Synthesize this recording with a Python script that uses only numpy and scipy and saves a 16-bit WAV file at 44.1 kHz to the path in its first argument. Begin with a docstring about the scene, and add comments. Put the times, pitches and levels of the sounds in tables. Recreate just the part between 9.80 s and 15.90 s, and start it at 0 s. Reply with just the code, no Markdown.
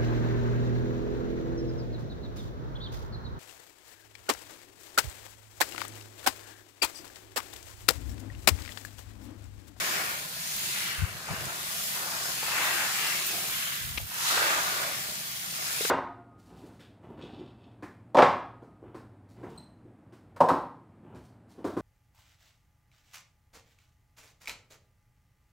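"""Small dry seeds rattle close to the microphone as a hand sweeps through a pile on a woven plastic sack.
The rattle is thousands of random clicks, coloured bright; darker clicks make the rasp over the weave,
and the crunch and drag where the fingers press. Clumps give way in short bursts of noise.
A scratch of filtered noise and a few dull knocks, fading tones, stand out.
Puffs of air, short bursts of deep noise, buffet the microphone over a low, steady outdoor rumble."""
import sys
import numpy as np
from scipy import signal
from scipy.fft import rfft, irfft
from scipy.io import wavfile

SR = 44100
rng = np.random.default_rng(int(sys.argv[2]) if len(sys.argv) > 2 else 0)


def dump(signal):
    """Clip the signal to [-1, 1] and save it as 16-bit WAV at the path in sys.argv[1]."""
    limited = np.clip(np.atleast_2d(signal).T, -1, 1)
    pcm = np.round(limited * 32767).astype(np.int16)
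    wavfile.write(sys.argv[1], SR, pcm)


N = 269010
TIME = np.arange(N) / SR
FRAMES = dict(fs=SR, nperseg=1024, noverlap=768)  # short overlapping slices, to change the colour over time
BIN_HZ, FRAME_S = signal.stft(TIME, **FRAMES)[:2]


def amp(db):
    """Turns decibels into gain."""
    return 10 ** (np.asarray(db) / 20)


def evened(pair):
    """Scales a stereo pair so that the mean of its two sides has rms 1."""
    return pair / np.sqrt(np.mean(pair.mean(0) ** 2) + 1e-20)


def over_hz(table, hz=BIN_HZ):
    """Reads the columns of a table along log frequency, each of shape (bins, 1)."""
    table_hz, *columns = np.transpose(table)
    return [np.interp(np.log(hz + 1), np.log(table_hz + 1), column)[:, None] for column in columns]


def over_time(table, times):
    """Reads the columns of a table at the given times."""
    table_s, *columns = np.transpose(table)
    return [np.interp(times, table_s, column) for column in columns]


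def shifted(spectrum, octaves):
    """Moves a spectrum up or down frame by frame; the result has shape (bins, frames)."""
    table_hz, db = np.transpose(spectrum)
    return np.interp(np.log2(BIN_HZ[:, None] + 1) - octaves, np.log2(table_hz + 1), db)


def add(mix, start_s, sound):
    """Mixes a sound into the stereo mix at its start time."""
    part = mix[:, max(round(start_s * SR), 0):][:, :sound.shape[1]]
    part += sound[:, :part.shape[1]]


def panned(left_over_right_db):
    """Gives left and right gains for a level difference."""
    return amp([[left_over_right_db / 2], [-left_over_right_db / 2]])


def band(x, centre_hz, octaves):
    """Keeps a bell-shaped band of pitches on a log-frequency axis."""
    hz = np.fft.rfftfreq(x.shape[-1], 1 / SR) + 1
    bell = np.exp(-.5 * (np.log2(hz / centre_hz) / octaves) ** 2)
    return irfft(rfft(x) * bell, x.shape[-1])


# How the two microphone ports hear the seeds.
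# Columns: pitch_hz, likeness (0-1), right_lead_rad (phase at full delay), left_over_right_db
PORT_DIFFERENCES = [(100, 1, 0, 2.5), (330, 0.97, 0.52, -2), (600, 0.89, 0.8, -0.5), (875, .75, 0.9, -2),
                    (1200, 0.9, 1.6, 2.5), (1550, .55, 4, -0.5), (2010, 0.1, 4.5, 2), (2460, 0.26, 6, 2),
                    (3240, 0.33, 10, 3.5), (4180, 0.1, 14, 1.5), (6430, 0.03, 18.5, 3.5),
                    (9600, 0, 19, 2.3), (11700, 0, 19, -1.5), (13200, 0, 17.5, -12.5)]


def at_ports(pair, colour_db, lean_db=0, delay=1):
    """Colours two unrelated signals and blends them for the ports: alike in the bass, apart in the treble."""
    a, b = signal.stft(pair, **FRAMES)[2]
    alike, lead_rad, balance_db = over_hz(PORT_DIFFERENCES)
    alike = np.clip(alike, 0, 1)
    phase = lead_rad * delay
    ratio = amp(balance_db + lean_db)
    left = ratio * a
    right = (alike * a + np.sqrt(1 - alike ** 2) * b) * np.exp(1j * phase)
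    # dividing by the expected size of the sum keeps the colour of the two ports together
    together = np.sqrt(1 + ratio ** 2 + 2 * ratio * alike * np.cos(phase))
    slices = np.array([left, right]) * amp(colour_db) / together
    return evened(signal.istft(slices, **FRAMES)[1][:, :N])


# Colour of the outdoor background. Columns: pitch_hz, density_db (per Hz)
RUMBLE_COLOUR = [(25, -40), (42, -20), (58, -5), (80, -7.5), (105, -7), (140, 2), (170, -1), (198, -.5),
                 (230, -10.5), (320, -15), (700, -26), (3000, -35)]


def outdoors(level_db=-53, own=0.33):
    """A steady, distant rumble: deep noise, nearly the same at both ports."""
    air = rng.standard_normal(N) + own * rng.standard_normal((2, N))
    colour_db = over_hz(RUMBLE_COLOUR, np.fft.rfftfreq(N, 1 / SR))[0].T
    return amp(level_db) * evened(irfft(rfft(air) * amp(colour_db), N))


# Puffs of air on the microphone.
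# Columns: middle_s, level_db, length_s, centre_hz, left_over_right_db
AIR_PUFFS = [(1.198, -35, .04, 74, 4), (1.237, -27.5, .045, 84, 10), (1.32, -50, .2, 100, 0),
             (1.525, -37, 0.063, 114, 2), (1.6, -46.5, 0.099, 110, 5), (1.667, -45.5, 0.054, 122, -9),
             (4.07, -46, .15, 85, 7), (4.19, -43.5, .2, 66, 4)]


def puffs(octaves=0.5, shared=.6):
    """Eddies push on the ports, partly on both and partly on each alone."""
    out = np.zeros((2, N))
    for middle_s, level_db, length_s, centre_hz, pan_db in AIR_PUFFS:
        eddies = band(rng.standard_normal((3, SR // 2)), centre_hz, octaves)[:, :int(length_s * SR)]
        push = shared * eddies[2] + eddies[:2]
        push = push * signal.windows.tukey(eddies.shape[1], .6)
        push = push / push.std(1, keepdims=True)
        add(out, middle_s - length_s / 2, amp(level_db) * panned(pan_db) * push)
    return out


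# Dull knocks on the sack.
# Columns: start_s, peak_db (of the outline), pitch_hz, t60_s (time to fade by 60 dB)
SACK_KNOCKS = [(6.008, -26.5, 436, 0.026), (6.0493, -25, 450, 0.021), (6.0975, -26.5, 680, .015)]


def knocks(rise_s=.0007):
    """The sack rings for a few cycles, damped by the seeds that lie on it."""
    out, t = np.zeros((2, N)), TIME[:SR // 10]
    for start_s, peak_db, pitch_hz, t60_s in SACK_KNOCKS:
        outline = (1 - np.exp(-t / rise_s)) ** 2 * np.exp(-np.log(1000) * t / t60_s)
        ring = outline / outline.max() * np.sin(2 * np.pi * pitch_hz * t)
        add(out, start_s, amp(peak_db) * ring[None])
    return out


# A short, dry scratch close to the left port. Columns: start_s, level_db, length_s, left_over_right_db
DRY_SCRATCH = (4.174, -30.5, .012, 12)
# Its colour. Columns: pitch_hz, density_db (per Hz)
SCRATCH_SPECTRUM = [(400, -15), (1900, -15), (2300, 0), (2680, 0), (3100, -11), (3700, -8), (5000, -19),
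                    (9000, -32)]


def scratch():
    """One quick slip: a few milliseconds of rubbing, made of coloured noise."""
    start_s, level_db, length_s, pan_db = DRY_SCRATCH
    out, hz = np.zeros((2, N)), np.fft.rfftfreq(SR, 1 / SR)
    colour_db = over_hz(SCRATCH_SPECTRUM, hz)[0].T
    rub = irfft(rfft(rng.standard_normal(SR)) * amp(colour_db))[:, :int(length_s * SR)]
    rub = rub * signal.windows.tukey(rub.shape[1], .5)
    add(out, start_s, amp(level_db) * evened(panned(pan_db) * rub))
    return out


# Clumps of seeds that give way at once.
# Columns: start_s, level_db (before the outline), centre_hz, width_octaves, decay_s (to fade by 60 dB)
SEED_CLUMPS = [(.763, -33, 13500, 0.44, 0.033), (1.476, -37, 950, .42, .28), (1.606, -37, 6000, 1, .02),
               (1.653, -34.5, 6500, 1, 0.026), (2.629, -32, 804, 0.47, .035), (2.681, -29, 1000, .8, .04),
               (3.4615, -31, 12000, 0.81, .15), (3.921, -35, 1600, .6, .02), (4.195, -41, 650, 0.38, 0.065),
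               (4.57, -29, 1300, 1, 0.068), (5.028, -33, 1310, .8, 0.068), (6.05, -27, 1700, .8, .03)]


def clumps(rise_share=.04):
    """A clump gives way in a burst of noise that dies quickly; slower-fading ones also start slower."""
    out, t = np.zeros((2, N)), TIME[:SR // 3]
    for start_s, level_db, centre_hz, octaves, decay_s in SEED_CLUMPS:
        ticks = rng.standard_normal((2, len(t)))
        alike = np.clip(over_hz(PORT_DIFFERENCES, np.array([centre_hz]))[0].item(), 0, 1)
        ticks[1] = alike * ticks[0] + np.sqrt(1 - alike ** 2) * ticks[1]
        outline = (1 - np.exp(-t / (rise_share * decay_s))) * np.exp(-np.log(1000) * t / decay_s)
        burst = evened(band(ticks, centre_hz, octaves)) * outline / np.sqrt(outline.max())
        add(out, start_s, amp(level_db) * burst)
    return out


def patches(width_hz, length_s):
    """Random, smoothly drifting unevenness of the colour over pitch and time."""
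    field = rng.standard_normal((len(BIN_HZ), len(FRAME_S)))
    steps = np.arange(-60, 61)
    for axis, span in enumerate([width_hz / BIN_HZ[1], length_s / FRAME_S[1]]):
        bell = np.exp(-(2 * steps / span) ** 2)
        field = signal.fftconvolve(field, np.expand_dims(bell, 1 - axis), "same")
    return field / field.std()


def collisions(level_db, per_s, spread_db, surge_db, surge_hz):
    """Clicks of uneven size: more of them when more seeds move, bunched into tiny avalanches."""
    # per_s is the rate at the median level
    chance = np.clip(per_s / SR * amp(level_db - np.median(level_db)), 1e-4, 1)
    hits = (rng.random((2, N)) < chance) / np.sqrt(chance)  # the root keeps the power even
    spread = np.clip(rng.standard_normal((2, N)), -3, 3)
    sizes = rng.choice([-1, 1], (2, N)) * amp(spread_db * spread)
    hz = np.fft.rfftfreq(N, 1 / SR)
    surge_shape = hz / (hz + 5) / (1 + (hz / surge_hz) ** 2)
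    surges = irfft(rfft(rng.standard_normal(N)) * surge_shape, N)
    return hits * sizes * amp(surge_db * surges / surges.std())


# Loose seeds set rolling by the sweep of the hand.
# Columns: time_s, level_db, brightness_db (the change at 13 kHz)
HAND_SWEEP = [(0, -34.5, -0.8), (0.08, -34.1, -0.6), (0.49, -41.6, 0.9), (0.75, -35.7, 0.5),
              (1.03, -34.7, -0.4), (1.26, -45.8, 0.3), (1.47, -43.9, -1.6), (2.04, -34.9, 1.7),
              (2.27, -37.2, 0.3), (2.87, -33.5, -0.8), (3.33, -34.0, -0.2), (3.82, -35.7, 2.4),
              (4.26, -44.9, 3.8), (4.49, -29.5, -3.8), (4.85, -33.9, -2.0), (5.37, -39.0, 0.7),
              (5.67, -38.7, -0.1), (6.1, -32.7, -0.3)]
# Pushes of the fingers into the pile. Columns: start_s, rise_s, hold_s, crunch_db,
# rasp_over_crunch_db, drag_over_crunch_db, pitch_shift_octaves (weighted by the push's share of the power)
FINGER_PUSHES = [(-0.09, 0.12, 0.18, -39.6, 3.3, -3.8, -0.09), (0.76, 0.32, 0.03, -43.9, 3.9, -11.3, 0.16),
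                 (1.03, 0.08, 0.35, -49.7, -5.5, -4.0, -0.07), (1.46, 0.02, 0.2, -45, -1, -2.3, -0.01),
                 (2.08, 0.1, 0.28, -42.8, -11, -7, -0.12), (2.56, 0.22, 0.23, -33.7, -1.6, -12.8, -0.01),
                 (3.05, 0.19, 0.07, -39.2, 3.3, -16.0, 0.06), (3.41, 0.14, 0.01, -49, -0.4, 1, 0.03),
                 (3.63, 0.11, 0.21, -44.0, -0.8, -20.3, 0.61), (4.25, 0.32, 0.14, -34.3, -5.6, -10.8, 0.03),
                 (4.49, 0.1, 0.45, -40.9, 2.7, -1.2, -0.15), (5.69, 0.2, 0.03, -50.2, 3.3, -2.5, -0.04)]
# Rows: rasp, crunch, drag
SKIM_DB = np.array([[-9.6], [-16.3], [-20.9]])  # stirred up by the sweep alone, relative to the loose seeds
FADE_DB_PER_S = np.array([[55], [51], [42]])  # after a push the seeds settle, the deep pile last
SAG_DB_PER_S = 2.7  # a push eases a little while it is held


def friction():
    """Levels of rasp, crunch and drag, and pitch shift: some follows the sweep; pushes build, hold and fade."""
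    power = amp(over_time(HAND_SWEEP, TIME)[0] + SKIM_DB) ** 2
    shift = 0
    for start_s, rise_s, hold_s, crunch_db, rasp_db, drag_db, octaves in FINGER_PUSHES:
        build = np.clip((TIME - start_s) / rise_s, 0, 1) ** 1.3
        since_top = TIME - start_s - rise_s
        sag_db = SAG_DB_PER_S * np.clip(since_top, 0, hold_s)
        ease_db = sag_db + FADE_DB_PER_S * np.maximum(since_top - hold_s, 0)
        push = (amp([[rasp_db], [0], [drag_db]]) * build * amp(crunch_db - ease_db)) ** 2
        power = power + push
        shift = shift + octaves * push.sum(0)
    rasp_db, crunch_db, drag_db = 10 * np.log10(power)
    return rasp_db, crunch_db, drag_db, np.interp(FRAME_S, TIME, shift / power.sum(0))


# Where the hand works. Columns: time_s, left_lean_db,
# reach (0-1: far out, the sound meets the right port first)
HAND_PLACE = [(0, 0.5, 1), (.4, 2, 1), (.95, 0, 0.83), (1.35, 3, 0.4), (1.8, 0, 1), (2.55, 4, 0.7),
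              (2.68, 0, 0.3), (3.3, 2, 0.2), (3.6, -1, .15), (3.85, -1.5, 0.95), (4.5, -3.5, 0.7),
              (4.8, -1, 1), (5.7, -0.5, 1)]
# Colour of the rasp. Columns: pitch_hz, density_db (per Hz)
RASP_COLOUR = [(700, -32), (1400, -8), (1800, 0), (2150, .3), (2600, .7), (2900, -2.5), (3300, -10),
               (6000, -26)]


def sliding_seeds(level_db, octaves):
    """Seeds pushed along the sack rasp over its weave: clicks of middle pitch."""
    clicks = collisions(level_db, per_s=5500, spread_db=3.5, surge_db=0.63, surge_hz=50)
    uneven_db = 2 * patches(width_hz=165, length_s=0.086)
    lean_db = .6 * over_time(HAND_PLACE, FRAME_S)[0]
    return amp(level_db) * at_ports(clicks, shifted(RASP_COLOUR, octaves) + uneven_db, lean_db)


# Colours of the crunch and of the dragged pile. Columns of both: pitch_hz, density_db (per Hz)
CRUNCH_COLOUR = [(300, -32), (620, -14), (820, -3.5), (1000, -2), (1300, 0.5), (1600, -1.5), (1950, -6),
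                 (3500, -35)]
DRAG_COLOUR = [(120, -19), (250, -11), (340, -3), (420, -2.5), (520, -3.5), (660, 4), (790, -2.5),
               (980, -12), (2000, -37)]


def pressed_seeds(crunch_db, drag_db, octaves):
    """Seeds under the fingers stick and slip: they crunch and drag the pile, deeper when the hand is near."""
    lean_db, reach = over_time(HAND_PLACE, FRAME_S)
    uneven_db = 2.1 * patches(width_hz=80, length_s=.12)
    depth_db = over_hz([(400, 6), (600, 0)])[0] * (.7 - reach)
    snaps = collisions(crunch_db, per_s=2600, spread_db=3.0, surge_db=0.1, surge_hz=45)
    crunch = at_ports(snaps, shifted(CRUNCH_COLOUR, octaves) + uneven_db, lean_db, reach)
    slips = collisions(drag_db, per_s=1400, spread_db=3.3, surge_db=1.3, surge_hz=35)
    drag = at_ports(slips, over_hz(DRAG_COLOUR)[0] + uneven_db + depth_db, 0, reach)
    return amp(crunch_db) * crunch + amp(drag_db) * drag


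# Colour of the rattle. Columns: pitch_hz, density_db (per Hz)
RATTLE_COLOUR = [(500, -40), (1500, -18), (2700, -5.5), (3400, 0), (4500, 0), (5800, -2.5), (7000, -1.5),
                 (8000, -3.5), (9500, -3), (11500, -4), (13300, -7), (15600, -7)]


def loose_seeds():
    """Hard little seeds tick against each other; the brightness of the ticks follows the sweep."""
    level_db = over_time(HAND_SWEEP, TIME)[0]
    bright_db = over_time(HAND_SWEEP, FRAME_S)[1]
    tilt, = over_hz([(3500, -.4), (6000, -.3), (8500, .2), (13000, 1)])
    uneven_db = 1.1 * patches(width_hz=480, length_s=0.1)
    colour_db = over_hz(RATTLE_COLOUR)[0] + tilt * bright_db + uneven_db
    clicks = collisions(level_db, per_s=15000, spread_db=2.5, surge_db=.4, surge_hz=60)
    return amp(level_db) * at_ports(clicks, colour_db)


def scene():
    """Adds up everything heard at the two ports, from the background to the seeds."""
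    rasp_db, crunch_db, drag_db, octaves = friction()
    background = outdoors() + puffs()
    accents = knocks() + scratch() + clumps()
    pressed = sliding_seeds(rasp_db, octaves) + pressed_seeds(crunch_db, drag_db, octaves)
    return background + accents + pressed + loose_seeds()


# Resonances of the ports and the case. Columns: centre_hz, width_hz, boost_db
CASE_RINGS = [(5250, 220, 2.5), (6320, 250, 2.5), (6810, 180, 2.5), (12250, 200, 2.5), (12850, 250, 3),
              (13770, 360, 8), (14650, 320, 7)]


def record(dry, low_cut_hz=36, edge_hz=15620):
    """The ports ring in the treble and lose the deepest bass; then all above the edge is cut off."""
    hz = np.fft.rfftfreq(N, 1 / SR)
    ring_db = sum(db * np.exp(-(2 * (hz - centre) / width) ** 2) for centre, width, db in CASE_RINGS)
    low_cut = hz ** 2 / np.hypot(hz ** 2, low_cut_hz ** 2)
    coloured = irfft(rfft(dry) * amp(ring_db) * low_cut, N)
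    band_limit = signal.firwin(1023, edge_hz, window=("kaiser", 9), fs=SR)
    return signal.oaconvolve(coloured, band_limit[None], "same")


dry = scene()
out = record(dry)
dump(out)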